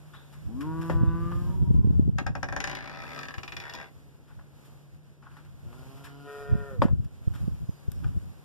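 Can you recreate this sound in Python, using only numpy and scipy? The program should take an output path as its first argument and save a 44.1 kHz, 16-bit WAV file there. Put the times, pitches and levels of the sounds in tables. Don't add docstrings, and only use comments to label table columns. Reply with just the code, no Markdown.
import sys
import numpy as np
from scipy import signal
from scipy.fft import rfft, irfft
from scipy.io import wavfile
from scipy.ndimage import map_coordinates

SR = 44100
rng = np.random.default_rng(int(sys.argv[2]) if len(sys.argv) > 2 else 0)


def unload_audio(sound):
    columns = np.transpose(np.atleast_2d(sound))
    steps = np.round(np.clip(columns, -1, 1) * 32767)
    wavfile.write(sys.argv[1], SR, steps.astype(np.int16))


N = 372204
TIME = np.arange(N) / SR

# (frequency [Hz], level [dB])
BOARD_RATTLE = [(150, 15), (500, 6.5), (1100, -4.5), (1900, -5.5), (3000, -20), (5000, -26.5),
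                (14000, -37.5)]


def first_cow():
    # (time [s], pitch [Hz], relative level [dB], mouth opening [factor on upper resonances])
    phrase = [(.47, 99, -48, 0.68), (.59, 136.4, -37.5, 1.21), (.67, 158.3, -36.5, 1.045),
              (.82, 165.2, -36, 1.16), (1.03, 165.4, -35.5, 1.127), (1.17, 167.3, -35.5, 1.165),
              (1.33, 172.1, -36.5, 1.28), (1.48, 176.1, -41.5, 1.2), (1.55, 168, -45, 1.4)]
    # (frequency [Hz], width [Hz], gain [dB])
    chest = [(162, 207, 4), (260, 42.3, 18.5)]
    upper = [(933, 134, -8), (1320, 147, -20), (1650, 470, -28), (2360, 350, -40.5), (3580, 900, -47)]
    t, pitch, level_db, mouth = curves(phrase)
    effort = amp(level_db - level_db.max())

    def gain_at(hz):
        return throat(chest, hz) + effort * throat(upper, hz, mouth)

    voice = moo(t, pitch, level_db + 3.5, gain_at, jitter=.0019, rough=.079)
    return place(voice, pan_db=5, wet_db=-14, t60=.35)


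def second_cow(opens_at_s=6.22, opening_s=.057):
    # (time [s], pitch [Hz], relative level [dB])
    phrase = [(5.56, 106.1, -81), (5.66, 113.2, -58), (5.78, 127.2, -51.5), (5.92, 134.8, -49.5),
              (6.05, 140, -50), (6.22, 142, -47.5), (6.3, 142.5, -46.5), (6.6, 140.9, -47),
              (6.69, 138.4, -48), (6.76, 125.7, -48.5), (6.81, 107.2, -56.5)]
    # (frequency [Hz], width [Hz], gain [dB])
    hum = [(137, 78, 19), (286, 180, 12), (705, 140, -2), (1035, 160, -4), (1274, 98, -7), (1408, 59, 2.5),
           (1750, 260, -33), (2950, 720, -12.5), (4770, 1400, -21)]
    bawl = [(140, 98, -8), (475, 78, 10.5), (720, 75, -10.5), (1012, 73, -14), (1380, 202, -4),
            (1591, 120, -24), (1813, 72, -2.5), (2426, 300, -20.5), (3210, 830, -29), (4950, 180, -26)]
    t, pitch, level_db = curves(phrase)
    mouth = np.clip((t - opens_at_s) / opening_s, 0, 1)
    tilt_db_per_khz = 2.5 * (level_db - level_db.max())

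    def gain_at(hz):
        dulling = amp(tilt_db_per_khz * hz / 1000)
        return (1 - mouth) * throat(hum, hz) + mouth * throat(bawl, hz) * dulling

    voice = moo(t, pitch, level_db + 1.5, gain_at, jitter=.002, rough=.11)
    return place(voice, pan_db=5, wet_db=-12, t60=.35)


def far_cow():
    # (time [s], pitch [Hz], relative level [dB])
    phrase = [(1.38, 194.4, -64), (1.47, 192.4, -41), (1.58, 186.5, -37), (1.68, 192.3, -46.5),
              (1.8, 204.1, -37.5), (1.92, 215, -44), (2.0, 211, -42), (2.08, 200, -62)]
    # (frequency [Hz], width [Hz], gain [dB])
    resonances = [(200.3, 270, 6.5), (961, 115, -8), (1501, 840, -30.5)]
    t, pitch, level_db = curves(phrase)
    voice = moo(t, pitch, level_db - 15, lambda hz: throat(resonances, hz), jitter=.0045, rough=.36)
    return place(voice, pan_db=12, wet_db=1.5, t60=.62)


def moo(t, pitch, level_db, gain_at, jitter, rough):
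    turns = np.cumsum(pitch * (1 + jitter * drift(len(t), 45.3))) / SR
    voice, power = 0, 0
    for k in range(1, 42):
        gain = gain_at(k * pitch)
        flutter = np.interp(t, np.arange(1200) / 130, rng.standard_normal(1200))
        harmonic = np.cos(2 * np.pi * k * turns - np.sqrt(k) * np.pi)
        voice += gain * (1 + rough * np.sqrt(k) * flutter) * harmonic
        power += gain ** 2 / 2
    out = np.zeros(N)
    add(out, t[0], voice / np.sqrt(power) * amp(level_db) * signal.windows.tukey(len(t), .04))
    return out


def throat(resonances, hz, factor=1):
    return sum(amp(db) / (1 + ((hz - centre * factor) / (width / 2)) ** 2 / 2) ** 1.5
               for centre, width, db in resonances)


def hinge(squeak_peak_s=.0021, timbre_turn_s=.3, hard_slip_db=-26):
    # (frequency [Hz], level [dB], t60 [s])
    gate_modes = [(269.4, -17, 0.2), (414, -20.5, 0.049), (579.5, -13.5, 0.11), (784.3, -12.5, 0.087),
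                  (834, -37, 0.075), (978.6, -7.5, 0.07), (1118.5, -13.5, 0.093), (1307, -8, 0.05),
                  (1430, -17, 0.061), (1540, -11, 0.023), (1730, 5.5, 0.015), (1920, 8, 0.02),
                  (2408, -8.5, 0.048), (2780, -19, 0.01), (3493, -11, 0.035), (4690, -3, 0.018),
                  (5480, -22, 0.0091), (6190, -11, 0.021)]
    # (frequency [Hz], level [dB])
    crack_colour = [(800, -16), (2500, -7), (4200, -3), (5300, 3), (6400, 4), (7600, -12), (11000, -16),
                    (14000, -26)]
    rasp_colour = [(200, 2.5), (400, -7), (800, 6.5), (1800, 4.5), (2500, 9.5), (3150, -8.5), (3700, -2.5),
                   (5200, -9), (6100, -21), (7300, -37), (14000, -33)]
    t, out = np.arange(9000) / SR, np.zeros(N)
    grains = rng.standard_normal((12, 3, len(t)))
    shades = rng.standard_normal((12, len(gate_modes), 2))
    attack = 1 - np.exp(-(t / .0032) ** 2)
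    squeak_shape = (t / squeak_peak_s * np.exp(1 - t / squeak_peak_s)) ** 2
    crack_shape = np.exp(-((t - .003) / .0014) ** 2)
    waver = 1 + .029 * drift(len(t), 704)
    for s, level_db, bright_db, squeak_hz in stick_slip():
        swing = s / timbre_turn_s
        grain = morph(grains, swing) + .55 * rng.standard_normal((3, len(t)))
        modes = [(hz * (1 + .012 * detune), db + shade_db, t60)
                 for (hz, db, t60), (detune, shade_db) in zip(gate_modes, morph(shades, swing))]
        squeak = amp(-5) * squeak_shape * np.sin(2 * np.pi * np.cumsum(squeak_hz * waver) / SR)
        crack_db = -10 + .76 * (level_db - hard_slip_db) + bright_db
        crack = amp(crack_db) * coloured(grain[0], crack_colour) * crack_shape
        rasp = 2 * amp(-6) * coloured(grain[1], rasp_colour, bright_db) * np.exp(-t / .0049)
        boards = amp(-14) * coloured(grain[2], BOARD_RATTLE) * np.exp(-t / .024)
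        body = amp(-1) / 2 * ring(modes, t, tilt_db=bright_db) + rasp + boards
        add(out, s, amp(level_db) * (squeak + crack + body * attack))
    return place(out, pan_db=14, wet_db=-3.5, t60=.13)


def stick_slip(judder_bright_db=.25):
    # (time [s], level [dB], brightness [dB/octave], squeak [Hz])
    single_slips = [(2.183, -27, -1.5, 1635), (2.264, -28.5, -2.5, 1620), (2.351, -31, -4, 1570),
                    (2.428, -27, -3, 1670), (2.485, -33.5, -3, 1780), (2.523, -30, -4, 1650),
                    (2.562, -26.5, -3, 1730), (2.601, -27, 1, 1925), (2.639, -26.5, 1, 1750),
                    (2.672, -29, 1.5, 1860), (2.695, -31, 0.5, 1950), (2.712, -33, 2.5, 1870),
                    (2.728, -34.5, -2, 1880), (2.749, -32.5, 4.5, 1850), (3.188, -34.5, 2.5, 1880),
                    (3.21, -38.5, 0, 1816), (3.23, -35.5, 3, 1743), (3.252, -39, 1, 1695),
                    (3.283, -35, 1.5, 1724), (3.306, -40.5, 2, 1730), (3.339, -37.5, 3, 1730),
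                    (3.38, -37, 2, 2350), (3.431, -35.5, 2.5, 2410), (3.477, -37.5, 4, 2510),
                    (3.52, -36, 2.5, 2480), (3.565, -33.5, 5, 2410), (3.574, -47, -3, 2370),
                    (3.599, -37, 5.5, 2423), (3.695, -38.5, 6, 1845), (3.735, -37, 7, 1910),
                    (3.749, -39, 8, 2450)]
    # (time [s], rate [slips/s], level [dB])
    judders = [
        [(2.768, 55, -35.5), (2.82, 56, -39), (2.9, 57, -37.5), (2.925, 110, -42.5), (2.95, 85, -40.5),
         (2.975, 58.5, -40), (3.03, 57, -38.5), (3.055, 82, -43), (3.1, 74, -39.5), (3.178, 59, -37)],
        [(3.618, 57, -40), (3.655, 88, -40), (3.69, 62, -44.5), (3.75, 65, -44.5), (3.78, 88, -41),
         (3.82, 59, -40), (3.85, 82, -48), (3.89, 55, -56)],
    ]
    slips = list(single_slips)
    for run in judders:
        s, rate, level_db = np.transpose(run)
        now = s[0]
        while now < s[-1]:
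            late, higher = rng.standard_normal(2)
            squeak_hz = 1844 * 2 ** (.22 * higher)
            slips.append((now, np.interp(now, s, level_db), judder_bright_db, squeak_hz))
            now += (1 + .08 * late) / np.interp(now, s, rate)
    return slips


def knocks():
    # (time [s], level [dB], tuning [factor on the modes])
    blows = [(0.8968, -13, 0.51), (0.908, -21, 0.49), (.9195, -38, 0.53), (3.744, -31, 0.92),
             (5.369, -46, 1.75), (6.8187, -9, 1.02), (6.8217, -13, 0.892), (6.833, -27, 0.84),
             (6.852, -30, 0.62), (6.883, -33.5, 0.95), (8.043, -40.5, 1.41)]
    # (base frequency [Hz], level [dB], t60 [s])
    wood_modes = [(304, -19.5, 0.11), (559, -19, 0.12), (1013, -1.5, 0.014), (1113, -4.5, 0.018),
                  (1720, -14, 0.017), (2250, -12.5, 0.0078), (3570, -20.5, 0.0088), (4730, -35, 0.042)]
    t, out = np.arange(9000) / SR, np.zeros(N)
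    attack = 1 - np.exp(-t / .00065)
    for s, level_db, tuning in blows:
        rattle = amp(-15) * noise(BOARD_RATTLE, len(t)) * np.exp(-t / .023)
        add(out, s, amp(level_db) * (ring(wood_modes, t, tuning) + rattle) * attack)
    return place(out, pan_db=12.5, wet_db=-26, t60=.19)


def wind():
    # (peak time [s], half-width [s], relative level [dB])
    gusts = [(.6, 0.15, -34), (1.05, 0.089, -20.5), (1.35, 0.13, -25), (1.75, 0.18, -19),
             (2.0, 0.17, -20.5), (2.56, 0.054, -32), (3.3, 0.34, -49), (5.7, 0.18, -41),
             (6.54, 0.034, -20.5), (6.88, 0.08, -22), (7.45, 0.12, -29), (8.08, 0.085, -23.5)]
    # (frequency [Hz], level [dB])
    rumble_colour = [(18, -59.5), (35, -13), (60, 1.5), (110, 0.5), (170, -6.5), (230, -16), (330, -25.5),
                     (460, -43), (700, -57), (1500, -99)]
    # (time [s], relative level [dB], frequency [Hz])
    buffets = [(1.035, -17.5, 142), (1.629, -23.5, 130), (1.709, -14.5, 123), (1.745, -18.5, 125),
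               (1.847, -19, 138), (1.873, -20, 163), (1.908, -20, 150), (1.996, -14.5, 165),
               (2.025, -21, 110), (2.079, -18.5, 159), (2.094, -17, 135), (2.218, -28.5, 181),
               (2.306, -25.5, 110), (3.383, -32.5, 75.5), (6.555, -20.5, 136.5), (6.855, -14.5, 173),
               (7.278, -19, 93), (7.481, -21, 150), (7.693, -24, 100), (7.886, -23, 92)]
    strength = swells(gusts, rest_db=-48.5)
    turbulence = np.array([noise(rumble_colour, N) * evened(amp(5 * drift(N, 35))) for _ in range(2)])
    out = amp(-4.5) * strength * turbulence
    lesser = [(s, 20 * np.log10(strength[int(s * SR)]) - 5 + 3 * min(deviate, .5), 106)
              for s, deviate in chance(per_s=9, size=160)]
    t = np.arange(-2000, 2000) / SR
    for s, level_db, hz in buffets + lesser:
        add(out, s + t[0], amp(level_db + 9) * eddy(t, hz))
    return out


def eddy(t, hz, cycles=.55):
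    # (frequency [Hz], level [dB])
    flutter_colour = [(80, 4), (220, 5.5), (380, -3.5), (600, -15), (900, -32), (2000, -56)]
    phase, side = rng.random(), np.round(rng.random())
    from_core = t * hz / cycles
    swirl = .55 * cycles * (from_core + np.arcsinh(2 * from_core) / 2)
    thump = np.cos(2 * np.pi * (swirl + phase)) / np.cosh(np.clip(2.22 * from_core, -50, 50))
    flutter = amp(-19) * noise(flutter_colour, len(t)) * np.exp(-(t / .0057) ** 2)
    return (thump + flutter) * np.array([[side], [1 - side]])


def scuffs():
    # (time [s], level [dB], decay [s], brightness [dB/octave])
    scrapes = [(0.132, -53, 0.048, -1), (0.324, -52.5, 0.021, 3), (0.607, -37, 0.01, 2),
               (0.812, -40.5, 0.013, 0.5), (1.313, -39.5, 0.0069, -4.5), (4.273, -62, 0.05, 2),
               (4.304, -54.5, 0.0091, -10), (4.389, -55.5, 0.015, -7), (4.648, -56.5, 0.017, 5.5),
               (5.222, -57, 0.036, -3), (5.263, -47.5, 0.0084, -9), (5.299, -64.5, 0.12, 0.5),
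               (5.365, -52.5, 0.021, 0), (5.447, -55, .008, 2.5), (5.725, -49.5, 0.0092, -7),
               (5.965, -59, 0.033, 3), (6.037, -45.5, 0.024, 3), (6.065, -39.5, 0.0056, 1),
               (7.335, -50.5, 0.027, 2.5), (7.917, -22.5, 0.0014, 10), (8.035, -49.5, 0.017, -1),
               (7.042, -50.5, 0.006, 5)]
    # (frequency [Hz], level [dB])
    grit_colour = [(200, -43), (900, 8.5), (1600, 12), (3200, -2.5), (6000, -10), (14000, -18)]
    t, out = np.arange(12000) / SR, np.zeros(N)
    attack = 1 - np.exp(-t / .0046)
    for s, level_db, decay_s, bright_db in scrapes:
        grains = evened(amp(2.55 * drift(len(t), 500)))
        grit = noise(grit_colour, len(t), bright_db) * grains
        add(out, s, amp(level_db) * grit * attack * np.exp(-t / decay_s))
    return place(out, pan_db=9, wet_db=-8, t60=.35)


def sleeve():
    # (peak time [s], half-width [s], relative level [dB])
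    brushes = [(.23, 0.55, -60.5), (.65, 0.082, -58.5), (.88, 0.074, -52.5), (1.4, 0.18, -54.5),
               (3.15, 0.11, -55.5), (3.55, 0.38, -59), (4.69, 0.13, -60), (5.9, 0.2, -55.5),
               (6.37, 0.088, -53.5), (6.67, 0.12, -57.5), (7.4, 0.1, -57), (8.02, 0.63, -59)]
    # (frequency [Hz], level [dB])
    cloth_colour = [(500, 13), (1500, 5.5), (3500, -1.5), (7000, -4.5), (14000, -5.5)]
    return stereo_noise(cloth_colour) * swells(brushes) * amp(-1 + .28 * drift(N, 30))


def birds():
    # (time [s], length [s], start pitch [Hz], end pitch [Hz], level [dB])
    whistles = [(0.118, 0.066, 3000, 4500, -62), (0.149, 0.037, 3000, 3930, -61),
                (1.065, .04, 3500, 3750, -67), (7.43, 0.1, 4850, 4400, -76), (7.59, 0.22, 6900, 6150, -76),
                (7.6, 0.24, 5250, 4500, -77), (7.9, 0.15, 5700, 5150, -76)]
    out = np.zeros(N)
    for s, length, start_hz, end_hz, level_db in whistles:
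        size = int(length * SR)
        hz = np.linspace(start_hz, end_hz, size) * (1 + .0079 * drift(size, 125))
        add(out, s, amp(level_db) * np.hanning(size) * np.sin(2 * np.pi * np.cumsum(hz) / SR))
    return place(out, pan_db=11, wet_db=0, t60=.6)


def far_engine(drone_hz=146.1):
    # (time [s], level [dB])
    fader = [(0, -43.5), (3.25, -46), (3.65, -53), (4.2, -53), (5.5, -48), (6.4, -53), (8.44, -50.5)]
    hz = drone_hz * (1 + .025 * drift(N, 20))
    level_db = np.interp(TIME, *np.transpose(fader)) + 2.2 * drift(N, 14)
    return amp(level_db) * np.sin(2 * np.pi * np.cumsum(hz) / SR)


def open_air():
    # (frequency [Hz], level [dB])
    air_colour = [(30, 1), (70, 10), (140, 9.5), (260, 7.5), (500, -2.5), (1000, -15), (1800, -33),
                  (2800, -38), (6000, -69), (14000, -51)]
    murmur = noise(air_colour, N) + amp(-7) * stereo_noise(air_colour)
    return murmur * amp(-60 + .5 * drift(N, 4.6))


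def leaves():
    # (frequency [Hz], level [dB])
    leaf_colour = [(500, -2.5), (1500, 6), (3500, -1.5), (7000, -6), (14000, -9.5)]
    return stereo_noise(leaf_colour) * amp(-69.5 + 2 * drift(N, 20))


def ring(modes, t, factor=1, tilt_db=0):
    middle_hz = modes[len(modes) // 2][0]
    out = 0
    for k, (hz, db, t60) in enumerate(modes):
        envelope = amp(db + tilt_db * np.log2(hz / middle_hz) - 60 * t / t60)
        out += (-1) ** k * envelope * np.sin(2 * np.pi * hz * factor * t)
    return out


def place(x, pan_db, wet_db, t60):
    t = np.arange(SR // 2) / SR
    taps = rng.standard_normal((2, len(t))) * (rng.random((2, len(t))) < .06)
    taps *= (t > .003) * amp(-60 * t / t60)
    taps = signal.lfilter([1], [1, -.5], taps)
    taps /= np.linalg.norm(taps, axis=1, keepdims=True)
    scatter = signal.oaconvolve(x[None], taps, axes=1)[:, :N]
    return x * amp([[pan_db / 2], [-pan_db / 2]]) + amp(wet_db) * scatter


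def amp(db):
    return 10 ** (np.asarray(db) / 20)


def evened(x):
    return x / np.sqrt(np.mean(x ** 2) + 1e-20)


def add(mix, s, sound):
    part = mix[..., max(round(s * SR), 0):][..., :sound.shape[-1]]
    part += sound[..., :part.shape[-1]]


def curves(rows):
    s, *columns = np.transpose(rows)
    t = np.arange(s[0], s[-1], 1 / SR)
    return [t] + [np.interp(t, s, c) for c in columns]


def coloured(white, points, tilt_db=0):
    f, db = np.transpose(points)
    hz = np.fft.rfftfreq(len(white), 1 / SR) + 1
    gain = amp(np.interp(np.log(hz), np.log(f), db) + tilt_db * np.log2(np.maximum(hz, f[0])))
    return evened(irfft(rfft(white) * gain, len(white)))


def noise(points, size, tilt_db=0):
    return coloured(rng.standard_normal(size), points, tilt_db)


def stereo_noise(points):
    return np.array([noise(points, N), noise(points, N)])


def drift(size, rate):
    knots = rng.standard_normal(600)
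    return evened(map_coordinates(knots, [np.arange(size) * rate / SR], order=3, mode="wrap"))


def swells(rows, rest_db=-np.inf):
    power = sum((amp(db) / np.cosh(np.clip((TIME - s) / width, -20, 20))) ** 2 for s, width, db in rows)
    return np.sqrt(power + amp(rest_db) ** 2)


def chance(per_s, size):
    s = (np.arange(size) + rng.random(size)) / per_s
    return [(when, z) for when, z in zip(s, rng.standard_normal(size)) if when < TIME[-1]]


def morph(states, position):
    k, angle = int(position) % (len(states) - 1), position % 1 * np.pi / 2
    return np.cos(angle) * states[k] + np.sin(angle) * states[k + 1]


def scene():
    cattle = first_cow() + second_cow() + far_cow()
    gate = hinge() + knocks()
    return cattle + gate + wind() + scuffs() + sleeve() + birds() + far_engine() + open_air() + leaves()


def record(dry, crossfeed=.66, low_cut_hz=30, high_cut_hz=14350):
    late = signal.lfilter(np.r_[np.zeros(20), .17, .66, .17], [1], dry[::-1])
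    wide = dry - crossfeed * late
    wide = signal.sosfilt(signal.butter(2, low_cut_hz, "highpass", fs=SR, output="sos"), wide)
    high_cut = signal.firwin(511, high_cut_hz, window=("kaiser", 9), fs=SR)
    return signal.oaconvolve(wide, high_cut[None], "same")


dry = scene()
out = record(dry)
unload_audio(out)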